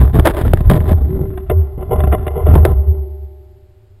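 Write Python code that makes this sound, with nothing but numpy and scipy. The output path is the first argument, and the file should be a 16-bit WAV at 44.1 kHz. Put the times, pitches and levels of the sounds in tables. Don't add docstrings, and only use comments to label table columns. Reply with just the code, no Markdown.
import sys
import numpy as np
from scipy import signal
from scipy.fft import rfft, irfft, next_fast_len
from scipy.io import wavfile
from scipy.ndimage import uniform_filter1d, map_coordinates

SR = 44100
rng = np.random.default_rng(int(sys.argv[2]) if len(sys.argv) > 2 else 0)


def transcribe(signal):
    frames = np.atleast_2d(signal).T
    limited = np.clip(frames, -1, 1)
    pcm = np.round(limited * 32767).astype(np.int16)
    wavfile.write(sys.argv[1], SR, pcm)


N = 176400
IR_LEN = 8192
MIC_CUTOFF_HZ = 3510

# f/Hz, width/Hz, relative level/dB before tilt
TUBES = [(378, 35, 8), (474.7, 52, 3), (608, 22.5, 5.5), (763, 71, -2), (1020, 36, -5), (1376, 49, -16),
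         (2057, 55, -21.5), (2634, 54, -40), (2887, 140, -32), (3436, 150, -39)]

GRAINS_PER_S, GRAIN_SPREAD_DB, SMOOTH_DB = 600, 5, -6.5
CLUMPS_PER_S, CLUMP_DB = 70, 2.5
SCRAPE_EDGE_S = 0.0042
KNOCK_REF_S = 0.003
FIRST_TOUCH = 2.9
CLEAR_FROM_S, CLEAR_TO_S = 1.3, 2.55
BRIGHT_DB_PER_OCT, BRIGHT_DB = 8.5, -5
DETUNE = 0.057
CRACK_DB = 6.5
FRAME_DB, FRAME_DRIFT_RAD = -7, 0.97
SHAKE_HZ, SHAKE_REST_HZ, SHAKE_WANDER_HZ = 74.82, 70.6, 4.14
SHAKE_DB, SWING_MAX = 0.5, 0.85
LURCH_DB, LURCH_S = 2, 0.11
AIR_DB = -45
HUM_HZ, HUM_WANDER_HZ, HUM_ROUGH_DB = 382, 9, 3.5
HUM_RISE_S, HUM_FALL_S = 0.047, 0.078
TICK_FROM_S, TICK_TO_S, TICKS_PER_S, TICK_DB = 1.105, 1.27, 47, -11
HOLD_HZ, TOP_HZ = 12000, 15600
FIZZ_DB, DRIVE_DB = 0.5, -0.5


def amp(db):
    return 10 ** (np.asarray(db) / 20)


def unit(x):
    return x / np.sqrt(np.mean(x ** 2) + 1e-20)


def curves(rows):
    s, *cols = np.transpose(rows)
    return [np.interp(np.arange(N) / SR, s, c) for c in cols]


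def wobble(rate_hz):
    knots = rng.standard_normal(int(N * rate_hz / SR) + 4)
    return map_coordinates(knots, [np.arange(N) * rate_hz / SR])


def through(x, h):
    return signal.fftconvolve(x, h)[:N]


def add(track, s, x):
    part = track[max(round(s * SR), 0):][:len(x)]
    part += x[:len(part)]


def colour(points):
    hz, db = np.transpose(points)
    f = np.fft.rfftfreq(IR_LEN, 1 / SR)
    gain = amp(np.interp(np.log(f + 1), np.log(hz), db))
    cep = irfft(np.log(gain))
    cep[1:IR_LEN // 2] *= 2
    cep[IR_LEN // 2 + 1:] = 0
    h = irfft(np.exp(rfft(cep)))
    return h / np.linalg.norm(h)


def muffled(h):
    sos = signal.butter(10, MIC_CUTOFF_HZ, fs=SR, output="sos")
    h = signal.sosfilt(sos, h)
    return h / np.linalg.norm(h)


def resonances(rows, tilt_db=0, shift=1):
    f = np.fft.rfftfreq(IR_LEN, 1 / SR) / shift
    spectrum = 0
    for k, (hz, width, db) in enumerate(rows):
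        gain = (-1) ** k * amp(db + tilt_db * np.log2(hz))
        bandpass = 1j * f * width / (hz * hz - f * f + 1j * f * width)
        spectrum = spectrum + gain * bandpass
    return muffled(irfft(spectrum))


def grit():
    caught = rng.random(N) < GRAINS_PER_S / SR
    size = amp(GRAIN_SPREAD_DB * np.clip(rng.standard_normal(N), -2, 2))
    stones = caught * rng.choice([-1, 1], N) * size
    pressure = amp(CLUMP_DB * np.clip(wobble(CLUMPS_PER_S), -1.5, 1.5))
    friction = amp(SMOOTH_DB) * rng.standard_normal(N)
    return unit(pressure * (unit(stones) + friction))


def rubbing(on_gravel, clear):
    # t/s, crack/dB before CRACK_DB, housing/dB, thud/dB
    rub_levels = [(0, -27, -20, -11), (.11, -47.5, -36, -30.5), (.34, -36.5, -28, -35.5),
                  (.51, -42.5, -40.5, -22), (.67, -45, -34, -29.5), (.8, -41, -28.5, -21),
                  (.94, -45.5, -34, -22.5), (1.02, -50.5, -35.5, -25), (1.26, -52.5, -53, -22),
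                  (1.459, -54, -55, -39.5), (1.63, -51, -41, -30), (1.75, -62.5, -49.5, -50.5),
                  (1.95, -53.5, -31.5, -23.5), (2.21, -44.5, -36, -26), (2.321, -51, -30, -39),
                  (2.601, -44, -30, -20), (2.82, -55.5, -39, -31.5), (2.97, -68.5, -43, -32),
                  (3.061, -76.5, -50.5, -55), (4, -103, -96, -82)]
    rub = grit()
    lifted = np.arange(N) / SR > CLEAR_FROM_S
    tracks = []
    for db, near, far in zip(curves(rub_levels), on_gravel, clear):
        force = rub * amp(db)
        far = far / np.linalg.norm(far)
        tracks.append(through(force * ~lifted, near) + through(force * lifted, far))
    return tracks


def slides():
    # t/s, length/s, crack/dB before CRACK_DB, housing/dB, thud/dB
    scrapes = [(0.13, 0.072, -30, -20, -12), (0.249, 0.025, -17, -14, -24), (0.275, 0.042, -26.5, -37, -21),
               (0.363, 0.063, -28, -30, -30), (0.429, 0.048, -38, -31, -20),
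               (0.693, 0.083, -29.5, -20.5, -10.5), (0.876, 0.054, -31, -21.5, -28),
               (1.143, 0.099, -55.5, -37.5, -19.5), (1.772, 0.037, -59, -32.5, -25),
               (1.806, 0.023, -45, -25.5, -29), (1.904, 0.0352, -59, -13.5, -22),
               (1.946, 0.11, -43.5, -26, -32.5), (2.115, .034, -27, -17, -18.5),
               (2.351, 0.058, -69, -20.5, -26), (2.453, 0.13, -38, -26, -14),
               (2.657, 0.065, -42.5, -26, -22)]
    slide = grit()
    forces = []
    for s, length, *dbs in scrapes:
        t = np.arange(int((length + SCRAPE_EDGE_S) * SR)) / SR
        press = np.clip(np.minimum(t, t[-1] - t) / SCRAPE_EDGE_S, 0, 1)
        forces.append((s, length, press * slide[int(s * SR):][:len(t)], dbs))
    return forces


def blows():
    # t/s, contact decay/s, crack/dB before CRACK_DB, housing/dB, thud/dB
    knocks = [(.052, 0.0014, -33, -35.5, -35), (.078, 0.0016, -33.5, -38.5, -28.5),
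              (.168, .002, -40.5, -24, -9.5), (.188, 0.0011, -37.5, -16, -3), (.197, .002, -16, -12.5, -8),
              (.257, 0.004, -17.5, -15, -14), (.271, 0.0063, -8.5, -25.5, -35.5),
              (.413, 0.0027, -21.5, -20.5, -9.5), (.448, 0.0029, -39.5, -13.5, -38),
              (.479, .003, -27.5, -36, -44.5), (.535, 0.0018, -6.5, -24, -1), (.572, 0.0043, -29, -48, -30),
              (.606, .003, -24.5, -21, -6), (.699, 0.0037, -12, -17.5, -6.5),
              (.710, 0.0028, -24, -16.5, -9), (.714, 0.0032, -15, -6.5, -2.5),
              (.735, 0.0024, -23.5, -26, -12), (.764, .003, -28, -27, -34), (.804, 0.002, -30, -35, -30),
              (.868, 0.0017, -35, -29, -33), (.914, 0.0041, -64, -20, -2.5),
              (1.375, 0.0052, -30.5, -47, -22.5), (1.498, 0.0072, -16.5, -14.5, -9),
              (1.510, 0.0074, -33, -7, -9), (1.929, 0.0045, -34.5, -19.5, -19),
              (2.004, 0.001, -23, -26, -50), (2.037, 0.0068, -21.5, -25, -7.5),
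              (2.071, .003, -33.5, -17, -25), (2.124, .009, -21, -20.5, -24.5),
              (2.266, 0.0044, -23, -15.5, -18.5), (2.279, 0.0018, -29, -24.5, -37),
              (2.465, 0.0043, -24, -9, -20.5), (2.503, .003, -38.5, -23.5, -12),
              (2.538, 0.0019, -26.5, -17.5, -6.5), (2.554, 0.0028, -16, -3, -20),
              (2.651, 0.0032, -8.5, -19, -30), (2.654, 0.01, -25, -9, -18)]
    t = np.arange(IR_LEN // 4) / SR
    forces = []
    for s, contact, *dbs in knocks:
        force = rng.standard_normal(len(t)) * np.exp(-t / contact)
        force[0] -= FIRST_TOUCH
        forces.append((s, KNOCK_REF_S, force, dbs))
    return forces


def contacts():
    # f/Hz, relative level/dB
    crack_points = [(100, -38), (350, 12.5), (750, 3.5), (1100, -1.5), (1800, -5), (2400, -13.5),
                    (3000, -15), (3600, -14), (4200, -26), (5200, -27.5), (6200, -48), (10000, -98)]
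    # f/Hz, width/Hz, relative level/dB
    housing_modes = [(394.3, 62, 5.5), (471, 47, 2), (622.4, 50, -1), (813, 62, -2.5), (1020, 37, -8),
                     (1354, 100, -11.5)]
    # f/Hz, relative level/dB
    thud_points = [(40, -22.5), (100, 10), (150, 7.5), (220, -0.5), (330, -3), (550, -17), (1200, -43),
                   (3000, -82.5)]
    crack, thud = colour(crack_points), colour(thud_points)
    on_gravel = [crack, resonances(housing_modes), thud]
    bright = muffled(crack) + amp(BRIGHT_DB) * resonances(TUBES, BRIGHT_DB_PER_OCT)
    clear = [bright, resonances(TUBES), thud]
    tracks = rubbing(on_gravel, clear)
    for s, length, force, dbs in slides() + blows():
        shift = np.exp(DETUNE * rng.standard_normal())
        direct = [crack, resonances(housing_modes, shift=shift), thud]
        path = clear if CLEAR_FROM_S < s < CLEAR_TO_S else direct
        for track, h, db in zip(tracks, path, dbs):
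            sound = signal.fftconvolve(force, h)
            add(track, s, amp(db) * np.sqrt(length * SR) * sound / np.linalg.norm(sound))
    return tracks


def frame(drive):
    # f/Hz, level/dB before FRAME_DB, t60/s
    frame_modes = [(359.3, -9, 2.8), (383, -2.5, 2.5), (397.7, -8, 2.4), (607, -13, 2.8), (620, -21.5, 1.5),
                   (770, -17.5, 2.4), (860, -19, 2.2), (1039, -24, 1.1), (1140, -23, 0.8),
                   (1420, -25, 0.59), (2050, -34.5, 2)]
    t = np.arange(N) / SR
    ring = np.zeros(N)
    for hz, db, t60 in frame_modes:
        fall = np.exp(-2 * np.log(1000) / (t60 * SR))
        stored = np.sqrt(signal.lfilter([1 - fall], [1, -fall], drive ** 2))
        phase = 2 * np.pi * (hz * t + rng.random()) + FRAME_DRIFT_RAD * wobble(20)
        ring += amp(db) * stored * np.sin(phase)
    return amp(FRAME_DB) * ring


def mount():
    # t/s, level/dB before SHAKE_DB, wobble and travel limit
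    shake = [(0, -10.5), (.23, -21), (.46, -13.5), (.66, -20), (.96, -5.5), (1.01, -17), (1.47, -27),
             (1.51, -12), (1.63, -15), (1.76, -30.5), (2.07, -8), (2.17, -11.5), (2.23, -22), (2.41, -20),
             (2.52, -1.5), (2.68, -14), (2.89, -10.5), (2.96, -18), (4, -63)]
    db, = curves(shake)
    effort = np.clip(amp(db + 14), 0, 1)
    hz = SHAKE_REST_HZ + effort * (SHAKE_HZ - SHAKE_REST_HZ + SHAKE_WANDER_HZ * wobble(22))
    unsteady_db = 5.7 * np.sqrt(effort) * wobble(22.084)
    swing = np.sqrt(2) * amp(db + SHAKE_DB + unsteady_db)
    limited = SWING_MAX * np.tanh(swing / SWING_MAX)
    return limited * np.sin(2 * np.pi * np.cumsum(hz) / SR)


def rumble(thud):
    # f/Hz, relative level/dB
    lurch_points = [(20, -12.5), (48, 0), (70, -9), (105, -4), (150, -26), (400, -82)]
    # f/Hz, relative level/dB
    air_points = [(20, 2.5), (60, -3.5), (100, 10.5), (150, -17), (400, -20), (1000, -30.5), (5000, -39),
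                  (9000, -70)]
    jolt = np.sqrt(np.abs(uniform_filter1d(thud ** 2, max(int(LURCH_S * SR), 1))))
    lurch = amp(LURCH_DB) * jolt * through(rng.standard_normal(N), colour(lurch_points))
    air = amp(AIR_DB) * through(rng.standard_normal(N), colour(air_points))
    return lurch + air


def wheel_hum():
    # t/s, length/s, rms level/dB before roughness
    hums = [(1.051, 0.18, -24), (1.33, 0.082, -32.5), (1.505, 0.037, -26.5), (2.839, 0.2, -35.5)]
    t = np.arange(N) / SR
    level = np.zeros(N)
    for s, length, db in hums:
        rise = np.clip((t - s) / HUM_RISE_S, 0, 1)
        fall = np.exp(-np.maximum(t - s - length, 0) / HUM_FALL_S)
        level += amp(db) * rise * fall
    hz = HUM_HZ + HUM_WANDER_HZ * wobble(30)
    rough = amp(HUM_ROUGH_DB * wobble(60))
    return np.sqrt(2) * level * rough * np.sin(2 * np.pi * np.cumsum(hz) / SR)


def wheel_ticks():
    track = np.zeros(N)
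    tick = resonances(TUBES[:7], tilt_db=6.5)
    for s in np.arange(TICK_FROM_S, TICK_TO_S, 1 / TICKS_PER_S):
        add(track, s, amp(TICK_DB + 2 * rng.standard_normal()) * tick)
    return track


def scene():
    crack, housing, thud = contacts()
    struck = amp(CRACK_DB) * crack + housing + thud
    bicycle = struck + frame(housing) + wheel_hum() + wheel_ticks()
    return (bicycle + mount() + rumble(thud))[None]


def record(dry):
    m = next_fast_len(N + SR // 2)
    f = np.fft.rfftfreq(m, 1 / SR)
    carrier = np.cos(2 * np.pi * HOLD_HZ * np.arange(N) / SR)
    mirrored = dry * (1 + 2 * amp(FIZZ_DB) * carrier)
    held = irfft(rfft(mirrored, m) * np.sinc(f / HOLD_HZ), m)[:, :N]
    clipped = np.clip(amp(DRIVE_DB) * held, -1, 1)
    top_cut = 1 / np.sqrt(1 + (f / TOP_HZ) ** 80)
    return irfft(rfft(clipped, m) * top_cut, m)[:, :N]


dry = scene()
out = record(dry)
transcribe(out)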